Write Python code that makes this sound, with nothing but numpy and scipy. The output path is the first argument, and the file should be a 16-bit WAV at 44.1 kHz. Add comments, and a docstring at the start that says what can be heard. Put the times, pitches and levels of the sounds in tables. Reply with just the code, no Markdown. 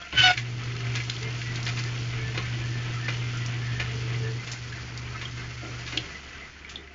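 """An overhead garment conveyor in a shop; a fan drones throughout. At 0.14 s the motor starts on a mains
hum; its drive slips with a short squeal and clacks. From 0.54 s rollers rumble, hiss and sing along the
rail, a chain joint clatters by every 0.7 s, hangers click and plastic covers rustle.
At 4.4 s the load eases. Near 6 s the motor is switched off and the chain coasts."""
import sys
import numpy as np
from scipy import signal
from scipy.fft import rfft, irfft, next_fast_len
from scipy.io import wavfile

SR = 44100
rng = np.random.default_rng(int(sys.argv[2]) if len(sys.argv) > 2 else 0)


def dump_mix(stems):
    """Bounce the given channels to the path in sys.argv[1] as a 16-bit WAV at rate SR."""
    frames = np.atleast_2d(stems).T  # one column per channel
    limited = np.clip(frames, -1, 1)  # hard clip at full scale
    pcm = np.round(limited * 32767).astype(np.int16)
    wavfile.write(sys.argv[1], SR, pcm)


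N = 306054
TIME_S = np.arange(N) / SR
START_S, MOVING_S, EASE_S, OFF_S, COAST_S = 0.14, 0.54, 4.38, 6.02, 6.14

# fan drone: time_s, relative_db
FAN_LEVEL = [(0.0, -53), (0.11, -55.5), (0.135, -37.5), (0.33, -47.5), (0.58, -55), (0.89, -45),
             (1.41, -57.5), (2.55, -41.5), (3.01, -68), (3.09, -57), (3.36, -59), (3.86, -38.5),
             (4.56, -60), (4.62, -45.5), (5.97, -45.5), (6.57, -55), (6.78, -45.5), (6.94, -50)]
# mains hum: harmonic, relative_db
HUM_HARMONICS = [(1, 4), (2, -20), (3, -40.5)]
# brief dips of the hum: centre_s, gain_db, width_s
HUM_DIPS = [(0.345, -20, .02), (0.776, -4, 0.019), (1.13, -3.5, 0.067), (2.332, -1.5, .05),
            (2.596, -0.7, .18)]
# motor housing resonances: pitch_hz, width_hz, re_hum_db
HOUSING_MODES = [(107, 20, -17), (160, 32, -20.5), (274, 55, -25), (332, 10, -22.5), (460, 76, -33)]
# rustle of the covers: time_s, relative_db
RUSTLE_LEVEL = [(0.45, -50), (0.63, -48), (1.01, -44), (1.68, -43.5), (2.17, -45), (3.12, -45),
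                (3.48, -46.5), (3.85, -45), (4.75, -46.5), (4.95, -48), (6.03, -45.5), (6.85, -61),
                (6.94, -61)]
# single crinkles: start_s, peak_db, pitch_hz
COVER_CRINKLES = [(.636, -32.5, 4600), (.941, -36, 5000), (1.387, -39, 5030), (1.421, -36, 5200),
                  (1.557, -23, 4600), (1.629, -24, 4850), (1.652, -27, 5400), (1.666, -24, 4500),
                  (1.678, -22, 4400), (1.773, -37, 4800), (1.79, -24, 4750), (1.8378, -23, 4700),
                  (3.372, -30.5, 5500), (3.461, -23, 5600), (4.975, -25, 4970)]
# low thumps, the first two as the motor kicks in, later ones from the swinging load: start_s, level_db
LOW_THUMPS = [(0.128, -42), (.2, -39.5), (5.629, -39.5), (5.924, -41), (5.965, -43), (6.749, -50)]
# hanger resonances: pitch_hz, relative_db
HANGER_MODES = [(1700, -1), (2050, -8.5), (2280, -7), (2420, -11), (2700, -4), (2950, -3.5), (3230, 0),
                (3390, -5.5), (3620, -1.5), (3810, -17.5), (4160, 5.5), (4570, -3), (4950, 3.5),
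                (5300, -1.5), (5750, -2), (6200, 0.5), (6700, 4.5)]
# clicks of hangers, hooks, drive and chain joints: start_s, peak_db, pitch_hz, spread_octaves, t60_s
SHARP_CLICKS = [(0.023, -34.5, 3230, 0.11, .035), (.1245, -23.5, 2550, 0.2, 0.048),
                (0.3748, -16.5, 2220, 0.24, .037), (0.616, -30, 2040, 0.34, 0.033),
                (.764, -25.5, 2200, 0.56, 0.022), (.805, -30, 2330, 0.35, .03),
                (.866, -27.5, 2270, 0.17, .05), (.897, -29, 2400, .2, 0.064), (1.0, -21, 2200, 0.2, 0.075),
                (1.0975, -16, 3470, 0.49, 0.016), (1.164, -26, 3300, 0.22, 0.016),
                (1.2285, -25, 2980, 0.42, 0.01), (1.415, -24.5, 2170, 0.37, 0.054),
                (1.664, -20.5, 2210, 0.45, .025), (1.974, -33, 2680, 0.17, 0.046),
                (2.3755, -23, 2100, 0.55, 0.026), (2.465, -31, 2280, 0.12, 0.026),
                (3.799, -27, 2300, .15, 0.027), (4.724, -28, 1690, 0.52, 0.039),
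                (5.2528, -27, 3220, 0.05, 0.042), (5.973, -13, 2950, 0.27, 0.033),
                (6.647, -30, 2220, 0.099, 0.024), (6.694, -35, 2630, 0.59, .03),
                (6.757, -23, 3504, 0.049, 0.033), (6.873, -37, 2060, 0.25, .04)]
# singing rollers: peak_s, level_db, length_s, pitch_hz, rough_share
ROLLER_GROANS = [(0.03, -47.5, 0.12, 1390, 0.06), (0.05, -49, 0.044, 2060, 0.2),
                 (0.8, -48.5, 0.34, 394, 0.2), (1.259, -40.5, 0.084, 442, 0.17),
                 (1.49, -43.5, 0.11, 1960, 0.2), (1.873, -42, 0.051, 1780, 0.3),
                 (2.216, -44, 0.09, 2240, 0.59), (2.252, -48, 0.3, 444, 0.1), (2.271, -42, 0.096, 1753, 0),
                 (2.636, -44, 0.06, 1720, 0.5), (2.736, -43, 0.13, 1774, 0.33),
                 (2.98, -45, 0.097, 1323, 0.7), (3.06, -39, 0.08, 1788, 0.3), (3.343, -45, 0.12, 1398, 0.4),
                 (3.662, -42.5, 0.14, 1746, 0.6), (3.793, -39, 0.13, 1800, 0.5),
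                 (4.02, -46.5, 0.47, 441, 0.2), (4.268, -40.5, 0.17, 445, 0.12),
                 (4.269, -40, .06, 1765, .6), (5.162, -43, 0.027, 1286, 0.3), (5.65, -49, 0.098, 1400, 0.6),
                 (6.163, -40.5, 0.046, 1990, .7), (6.363, -49.5, 0.039, 1533, 0.2),
                 (6.435, -46, 0.073, 2030, 0.6), (6.81, -55.5, 0.21, 397, .2)]
# rail resonances: pitch_hz, width_hz, relative_db
RAIL_MODES = [(322, 39, -19), (701, 27, -20), (1060, 20, -28.5), (1302, 26, -17), (1460, 32, -28),
              (1552, 21, -16.5), (1762, 23, -17), (1977, 15, -14.5), (2114, 15, -15), (2387, 36, -17.5),
              (2610, 17, -18.5), (2872, 37, -24)]
# chain guide resonances: pitch_hz, relative_db, t60_s
GUIDE_MODES = [(733, -16, 0.27), (1086, -7, 0.12), (1382, -14.5, 0.12), (1482, -10, 0.089),
               (1750, -9, 0.23), (2127, -5.5, 0.088), (2467, -6, 0.055), (2854, -7.5, 0.035),
               (3630, -9.5, 0.049), (4080, -19, 0.061)]
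# clatter of joints and drive: start_s, level_db, decay_s, tilt_db_per_octave
JOINT_HITS = [(0.124, -33, 0.065, -1.5), (0.371, -28, 0.02, 7), (0.952, -21, 0.0075, 6.5),
              (0.967, -26, 0.01, 6), (1.224, -30, 0.0043, 5.5), (1.666, -27.5, 0.016, 2.5),
              (1.686, -26.5, 0.013, 6.5), (1.769, -31, 0.035, 4.5), (2.344, -33.5, 0.033, -2),
              (2.374, -22.5, 0.012, 0), (3.08, -24.5, 0.022, 1.5), (3.796, -23.5, 0.018, 2.5),
              (4.47, -34.5, 0.023, 7.5), (4.513, -26, 0.014, 18), (4.53, -36, 0.017, 0),
              (5.211, -32.5, 0.03, 3.5), (5.864, -33, 0.032, 5.5), (5.921, -30.5, 0.025, -0.5),
              (6.689, -40, 0.038, 10)]
# drive pulley resonances: pitch_hz, relative_db, t60_s
PULLEY_MODES = [(1990, -15.5, 0.097), (2305, -14, .08), (2320, -11, .08), (2588, -13, 0.086),
                (2710, -12, 0.11), (2800, -15, 0.092), (3550, -13.5, 0.087), (4230, -22, .05),
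                (4490, -19, 0.053), (5040, -20, .08)]
# slip rate, sagging as the drive grips: time_s, pitch_hz
SLIP_PITCH = [(.16, 758), (.185, 754), (.205, 754), (.222, 748), (.234, 739), (.255, 743), (.285, 731),
              (.32, 727)]
# squeal partials by stage: harmonic, first_db, octave_dropped_db, slowed_db
SLIP_HARMONICS = [(1, -42, -5, -4), (2, -3.5, -1.5, -2), (3, -45, -12.5, -8.5), (4, 2, 0.5, -15),
                  (5, -30.5, -5, -12), (6, -23, -10, -26), (7, -35, -17.5, -17), (8, -28, -18.5, -27.5)]
# noise spectra: frequency_hz, density_db
RUSTLE_SPECTRUM = [(2500, -3.5), (3500, -3), (4300, 3), (5200, 1), (6200, -0.5), (7200, -6.5)]
BUMP_SPECTRUM = [(180, 2), (340, 5.5), (500, -4), (700, -1), (1100, -27.5)]
RUMBLE_SPECTRUM = [(22, 2.5), (45, 2.5), (90, 2), (170, 1), (240, -3), (335, -4.5), (420, -3.5), (560, -12),
                   (800, -10.5), (1100, -10), (1600, -16.5)]
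ROLLING_SPECTRUM = [(700, -28), (1100, -13), (1350, 0), (1600, -2), (2100, 2.5), (2700, 1.5), (3300, -0.5),
                    (3900, -8.5), (5000, -16.5)]
JOINT_SPECTRUM = [(150, 6.5), (350, 2.5), (700, -5.5), (1100, 1), (1600, 5), (2300, 5), (3200, -1),
                  (4500, -7.5), (7000, -18)]
RASP_SPECTRUM = [(200, -31.5), (600, -12), (1050, -10), (1350, -2.5), (1900, 1), (2700, 7.5), (3400, 1.5),
                 (4000, -1.5), (4500, -4.5), (5400, -10), (7000, -14.5)]


def from_db(db):
    """Decibels to gain."""
    return 10 ** (np.asarray(db) / 20)


def rms_one(x):
    """Scale to rms 1."""
    return x / np.sqrt(np.mean(x ** 2) + 1e-20)


def curve(rows):
    """Breakpoints interpolated to every sample."""
    return np.interp(TIME_S, *np.transpose(rows))


def ramp(start_s, length_s):
    """Linear rise from 0 to 1, then held."""
    return np.clip((TIME_S - start_s) / length_s, 0, 1)


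def since(start_s):
    """Elapsed seconds; 0 before the start."""
    return np.maximum(TIME_S - start_s, 0)


def swell(peak_s, width_s):
    """Bell of height 1."""
    return np.exp(-((TIME_S - peak_s) / width_s) ** 2)


def drift(rate_hz):
    """Slow random wander; rms 1."""
    hop, settle = 40, 2000
    pole = np.exp(-2 * np.pi * rate_hz * hop / SR)
    noise = rng.standard_normal(N // hop + settle + 2)
    slow = signal.lfilter([1], [1, -2 * pole, pole * pole], noise)[settle:]
    return np.interp(np.arange(N) / hop, np.arange(len(slow)), rms_one(slow))


def colour(x, spectrum, tilt_db_per_octave=0):
    """Minimum-phase filter to a spectrum, with 24 dB/octave skirts; rms 1."""
    size = next_fast_len(len(x) + 4096) // 2 * 2
    octave = np.log2(np.maximum(np.fft.rfftfreq(size, 1 / SR), 1))
    hz, db = np.transpose(spectrum)
    outside = np.abs(octave - np.clip(octave, np.log2(hz[0]), np.log2(hz[-1])))
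    shape_db = np.interp(octave, np.log2(hz), db) + tilt_db_per_octave * octave - 24 * outside
    cepstrum = irfft(np.log(from_db(shape_db - shape_db.max())))
    response = np.exp(2 * rfft(cepstrum[:size // 2], size))
    return rms_one(irfft(rfft(x, size) * response, size)[:len(x)])


def ring(x, hz, t60_s):
    """Two-pole resonator set by decay time; rms 1."""
    radius, angle = from_db(-60 / (t60_s * SR)), 2 * np.pi * hz / SR
    feedback = [1, -2 * radius * np.cos(angle), radius * radius]
    return rms_one(signal.lfilter([0, np.sin(angle)], feedback, x + 1e-18))


def resonate(x, hz, width_hz):
    """Resonator set by bandwidth; rms 1."""
    return ring(x, hz, np.log(1000) / np.pi / width_hz)


def grains(per_s, spread_db, size=N):
    """Tiny random contacts of uneven strength; rms 1."""
    strength = from_db(spread_db * np.minimum(rng.exponential(1, size), 4))
    polarity = rng.choice([-1, 1], size)
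    return rms_one(strength * polarity * (rng.random(size) < per_s / SR))


def add(out, start_s, sound):
    """Mix a sound in at a time."""
    at = max(round(start_s * SR), 0)
    out[at:at + len(sound)] += sound[:N - at]


def load(slack_share=0.4, take_up_s=0.88, easing_s=0.035):
    """Pull on the drive, 0-1: builds as the chain tightens, then drops away."""
    tension = 1 - slack_share * np.exp(-since(START_S) / take_up_s)
    return tension * (1 - ramp(EASE_S, easing_s))


def chain_db(idle_db=-45, eased_db=-44.5, load_db=3.5, coast_db_per_s=9.5, carrier_period_s=0.32):
    """Base level of the chain: follows the load, swells with each carrier, sinks while coasting."""
    carrier_db = np.cos(2 * np.pi * (TIME_S - 0.95) / carrier_period_s)
    running_db = eased_db + load_db * load() - coast_db_per_s * since(COAST_S) + carrier_db
    return idle_db + (running_db - idle_db) * ramp(MOVING_S, length_s=0.083)


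def contact_db(lull_db=2):
    """Chain level with a brief lull as it slackens."""
    return chain_db() - lull_db * swell(peak_s=4.29, width_s=0.17)


def shop(x, t60_s=0.16, tail_db=-8):
    """Dense wall and ceiling reflections, soon absorbed by the clothes."""
    t = TIME_S[:SR // 2]
    tail = rng.standard_normal(len(t)) * from_db(-60 * t / t60_s) * (t > 0.002)
    return x + from_db(tail_db) * signal.fftconvolve(x, tail / np.linalg.norm(tail))[:N]


def fan(pitch_hz=70, gain_db=-2, waver_rad=0.22):
    """Low, unsteady drone."""
    phase = 2 * np.pi * pitch_hz * TIME_S + waver_rad * drift(3.5)
    return from_db(curve(FAN_LEVEL) + gain_db) * rms_one(np.sin(phase))


def motor(hum_hz=119.96, eased_db=-39, load_db=8.5, waver_rad=0.04, release_s=0.024):
    """Magnetic mains hum, louder under load; the gears make the housing growl."""
    phase = 2 * np.pi * hum_hz * TIME_S + waver_rad * drift(9)
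    hum = rms_one(sum(from_db(db) * np.sin(k * phase) for k, db in HUM_HARMONICS))
    growl = sum(from_db(db) * resonate(rng.standard_normal(N), hz, width_hz)
                for hz, width_hz, db in HOUSING_MODES)
    powered = ramp(START_S, length_s=0.047) * np.exp(-since(OFF_S) / release_s)
    inrush_db = 7 * swell(peak_s=0.198, width_s=0.0082)
    dips_db = sum(db * swell(centre_s, width_s) for centre_s, db, width_s in HUM_DIPS)
    level_db = eased_db + load_db * load() + inrush_db + dips_db + 1.23 * drift(8.8)
    return powered * from_db(level_db) * (hum + growl)


def rustle(gain_db=-1.63, clump_db=1.5):
    """Plastic covers crinkle in clumps."""
    level_db = curve(RUSTLE_LEVEL) + gain_db + clump_db * np.tanh(drift(30))
    return from_db(level_db) * colour(grains(per_s=2800, spread_db=-4.5), RUSTLE_SPECTRUM)


def crinkles(decay_s=0.004):
    """A fold of plastic buckles in a quick run of bright snaps."""
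    out, t = np.zeros(N), TIME_S[:SR // 20]
    for start_s, peak_db, hz in COVER_CRINKLES:
        burst = grains(per_s=5800, spread_db=4.5, size=len(t)) * np.exp(-t / decay_s)
        snaps = colour(burst, [(hz / 2, -20), (hz, 0), (hz * np.sqrt(2), -9)])
        add(out, start_s, from_db(peak_db) * snaps / np.abs(snaps).max())
    return out


def bumps(rise_s=0.0023, decay_s=0.077):
    """Low thumps: the motor kicks as it starts; later, heavy garments tug at the frame."""
    out, t = np.zeros(N), TIME_S[:SR // 3]
    envelope = (1 - np.exp(-t / rise_s)) * np.exp(-t / decay_s)
    for start_s, db in LOW_THUMPS:
        add(out, start_s, from_db(db) * envelope * colour(rng.standard_normal(len(t)), BUMP_SPECTRUM))
    return out


def knock(pitch_hz, spread_octaves, t60_s, contact_s=0.0011):
    """Brief chatter rings the hanger modes near a pitch; peak 1."""
    t = TIME_S[:SR // 10]
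    contact = colour(rng.standard_normal(len(t)) * np.exp(-t / contact_s), [(1500, 0), (7000, 0)])
    sound = np.zeros(len(t))
    for k, (hz, db) in enumerate(HANGER_MODES):
        detuning = np.log2(hz / pitch_hz) / spread_octaves
        sound += (-1) ** k * from_db(db) / (1 + detuning ** 2) * ring(contact, hz, t60_s)
    return sound / np.abs(sound).max()


def hooks(count=140, above_chain_db=5, scatter_db=-6):
    """Hooks clink faintly in their slots, following the chain's level."""
    out, base_db = np.zeros(N), chain_db() + above_chain_db
    for when, pitch, softness in rng.random((count, 3)):
        at = int(when * N)
        clink = knock(pitch_hz=1850 + 1350 * pitch, spread_octaves=0.073, t60_s=0.06)
        add(out, at / SR, from_db(base_db[at] + scatter_db * softness) * clink)
    return out


def clicks():
    """Sharp clicks: hangers, hooks, and the first snap of drive and chain-joint clacks."""
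    out = np.zeros(N)
    for start_s, peak_db, pitch_hz, spread_octaves, t60_s in SHARP_CLICKS:
        add(out, start_s, from_db(peak_db) * knock(pitch_hz, spread_octaves, t60_s))
    return out


def groans(rub_hz=75):
    """Dry rollers sing briefly: part clean tone, part rough rubbing."""
    out = np.zeros(N)
    rub = (drift(rub_hz) + 1j * drift(rub_hz)) / np.sqrt(2)
    for peak_s, db, length_s, hz, rough_share in ROLLER_GROANS:
        near = np.abs(TIME_S - peak_s) < 2 * length_s
        modulation = np.sqrt(1 - rough_share) + np.sqrt(rough_share) * rub[near]
        voice = np.sqrt(2) * np.real(modulation * np.exp(2j * np.pi * hz * TIME_S[near]))
        out[near] += from_db(db) * swell(peak_s, length_s / 2)[near] * voice
    return out


def rumble(gain_db=-2.5, rest_db=-7):
    """Rollers shake the rail; the low noise is weaker before the start."""
    resting = 1 - ramp(START_S, length_s=0.023)
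    level_db = chain_db() + gain_db + rest_db * resting + drift(14)
    return from_db(level_db) * colour(rng.standard_normal(N), RUMBLE_SPECTRUM)


def rolling(gain_db=-0.8):
    """Countless roller contacts hiss, brighter under load."""
    contacts, pull = grains(per_s=3000, spread_db=-1), load()
    taut = colour(contacts, ROLLING_SPECTRUM)
    slack = colour(contacts, ROLLING_SPECTRUM, tilt_db_per_octave=-4)
    return from_db(contact_db() + gain_db + drift(35)) * (pull * taut + (1 - pull) * slack)


def rail(slack_db=1, swell_db=7, uneven_db=4):
    """Loose links tap the rail; each resonance swells at random as rollers pass."""
    out, base_db = np.zeros(N), contact_db() + slack_db * (1 - load())
    taps = grains(per_s=70, spread_db=0)
    for hz, width_hz, db in RAIL_MODES:
        level_db = base_db + db + swell_db * np.tanh(drift(9.7))
        strength = from_db(uneven_db * np.tanh(drift(53)))
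        out += from_db(level_db) * resonate(taps * strength, hz, width_hz)
    return out


def clatter(rise_s=0.0024, ring_db=-1, uneven_db=4.5):
    """A joint rides over the guide: a dying burst of metal contacts rings it."""
    out, t = np.zeros(N), TIME_S[:SR // 3]
    for start_s, db, decay_s, tilt in JOINT_HITS:
        envelope = (1 - np.exp(-t / rise_s)) * np.exp(-t / decay_s)
        contacts = grains(per_s=1500, spread_db=0.5, size=len(t)) * envelope
        hit = colour(contacts, JOINT_SPECTRUM, tilt)
        for hz, mode_db, t60_s in GUIDE_MODES:
            scatter_db = uneven_db * rng.uniform(-1.5, 0.5)
            gain = from_db(mode_db + ring_db - tilt + scatter_db)  # brighter hits ring less
            hit += gain * ring(contacts, hz, t60_s)
        add(out, start_s, from_db(db) * np.sqrt(np.mean(envelope ** 2)) * rms_one(hit))
    return out


def squeal_gate_db(rise_db_per_s, fall_db_per_s, full_s=0.18, grip_s=0.31):
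    """Rises to 0 dB, holds, falls once the drive grips."""
    early_s, late_s = np.maximum(full_s - TIME_S, 0), np.minimum(since(grip_s), 1)
    return -rise_db_per_s * early_s - fall_db_per_s * late_s


def rasp(slip_phase, dropped, base_db=-25, growth_db=1, shudder_db=3, slip_depth=0.74):
    """Each slip of the drive sheds a noise pulse that rings the pulley."""
    gate_db = squeal_gate_db(rise_db_per_s=423.5, fall_db_per_s=330.5)
    envelope = from_db(base_db + gate_db + growth_db * dropped + shudder_db * drift(73))
    slips = envelope * rng.standard_normal(N) * (1 + slip_depth * np.cos(slip_phase))
    pulley = sum(from_db(db) * ring(slips, hz, t60_s) for hz, db, t60_s in PULLEY_MODES)
    return np.sqrt(np.mean(envelope ** 2)) * rms_one(colour(slips, RASP_SPECTRUM) + pulley)


def squeal(base_db=-20.5, drop_s=0.22, slowing_s=0.268, change_s=0.015, jitter=0.004, flutter_db=2.3):
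    """Rasping stick-slip tone: stumbles as the load takes hold, drops an octave as odd partials join."""
    dropped, slowed = ramp(drop_s, change_s), ramp(slowing_s, change_s)
    pitch_hz = curve(SLIP_PITCH) * (1 + jitter * drift(290))
    phase = 2 * np.pi * np.cumsum(pitch_hz) / SR
    stumble_db = -9 * swell(drop_s + change_s / 2, change_s / 2)
    tone_db = base_db + stumble_db + squeal_gate_db(rise_db_per_s=850, fall_db_per_s=722)
    tone = np.zeros(N)
    for k, *stages_db in SLIP_HARMONICS:
        level_db = tone_db + np.interp(dropped + slowed, [0, 1, 2], stages_db) + flutter_db * drift(190)
        frame_delay_rad = 2 * np.pi * rng.random()
        tone += np.sqrt(2) * from_db(level_db) * np.sin(k * phase + frame_delay_rad)
    return tone + rasp(phase, dropped)


def scene():
    """Mono mix; only the knocks echo in the shop."""
    knocks = shop(clatter() + bumps() + clicks() + hooks() + crinkles())
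    sustained = squeal() + motor() + fan() + rumble() + rolling() + rail() + rustle() + groans()
    return (knocks + sustained)[None]


def record(dry, notch_hz=3966, notch_width_hz=91, cutoff_hz=7200):
    """Band-limited sound: a narrow dip near 4 kHz and a steep top cut."""
    notched = signal.lfilter(*signal.iirnotch(notch_hz, notch_hz / notch_width_hz, fs=SR), dry)
    return signal.sosfilt(signal.ellip(10, 0.3, 80, cutoff_hz, fs=SR, output="sos"), notched)


dry = scene()
out = record(dry)
dump_mix(out)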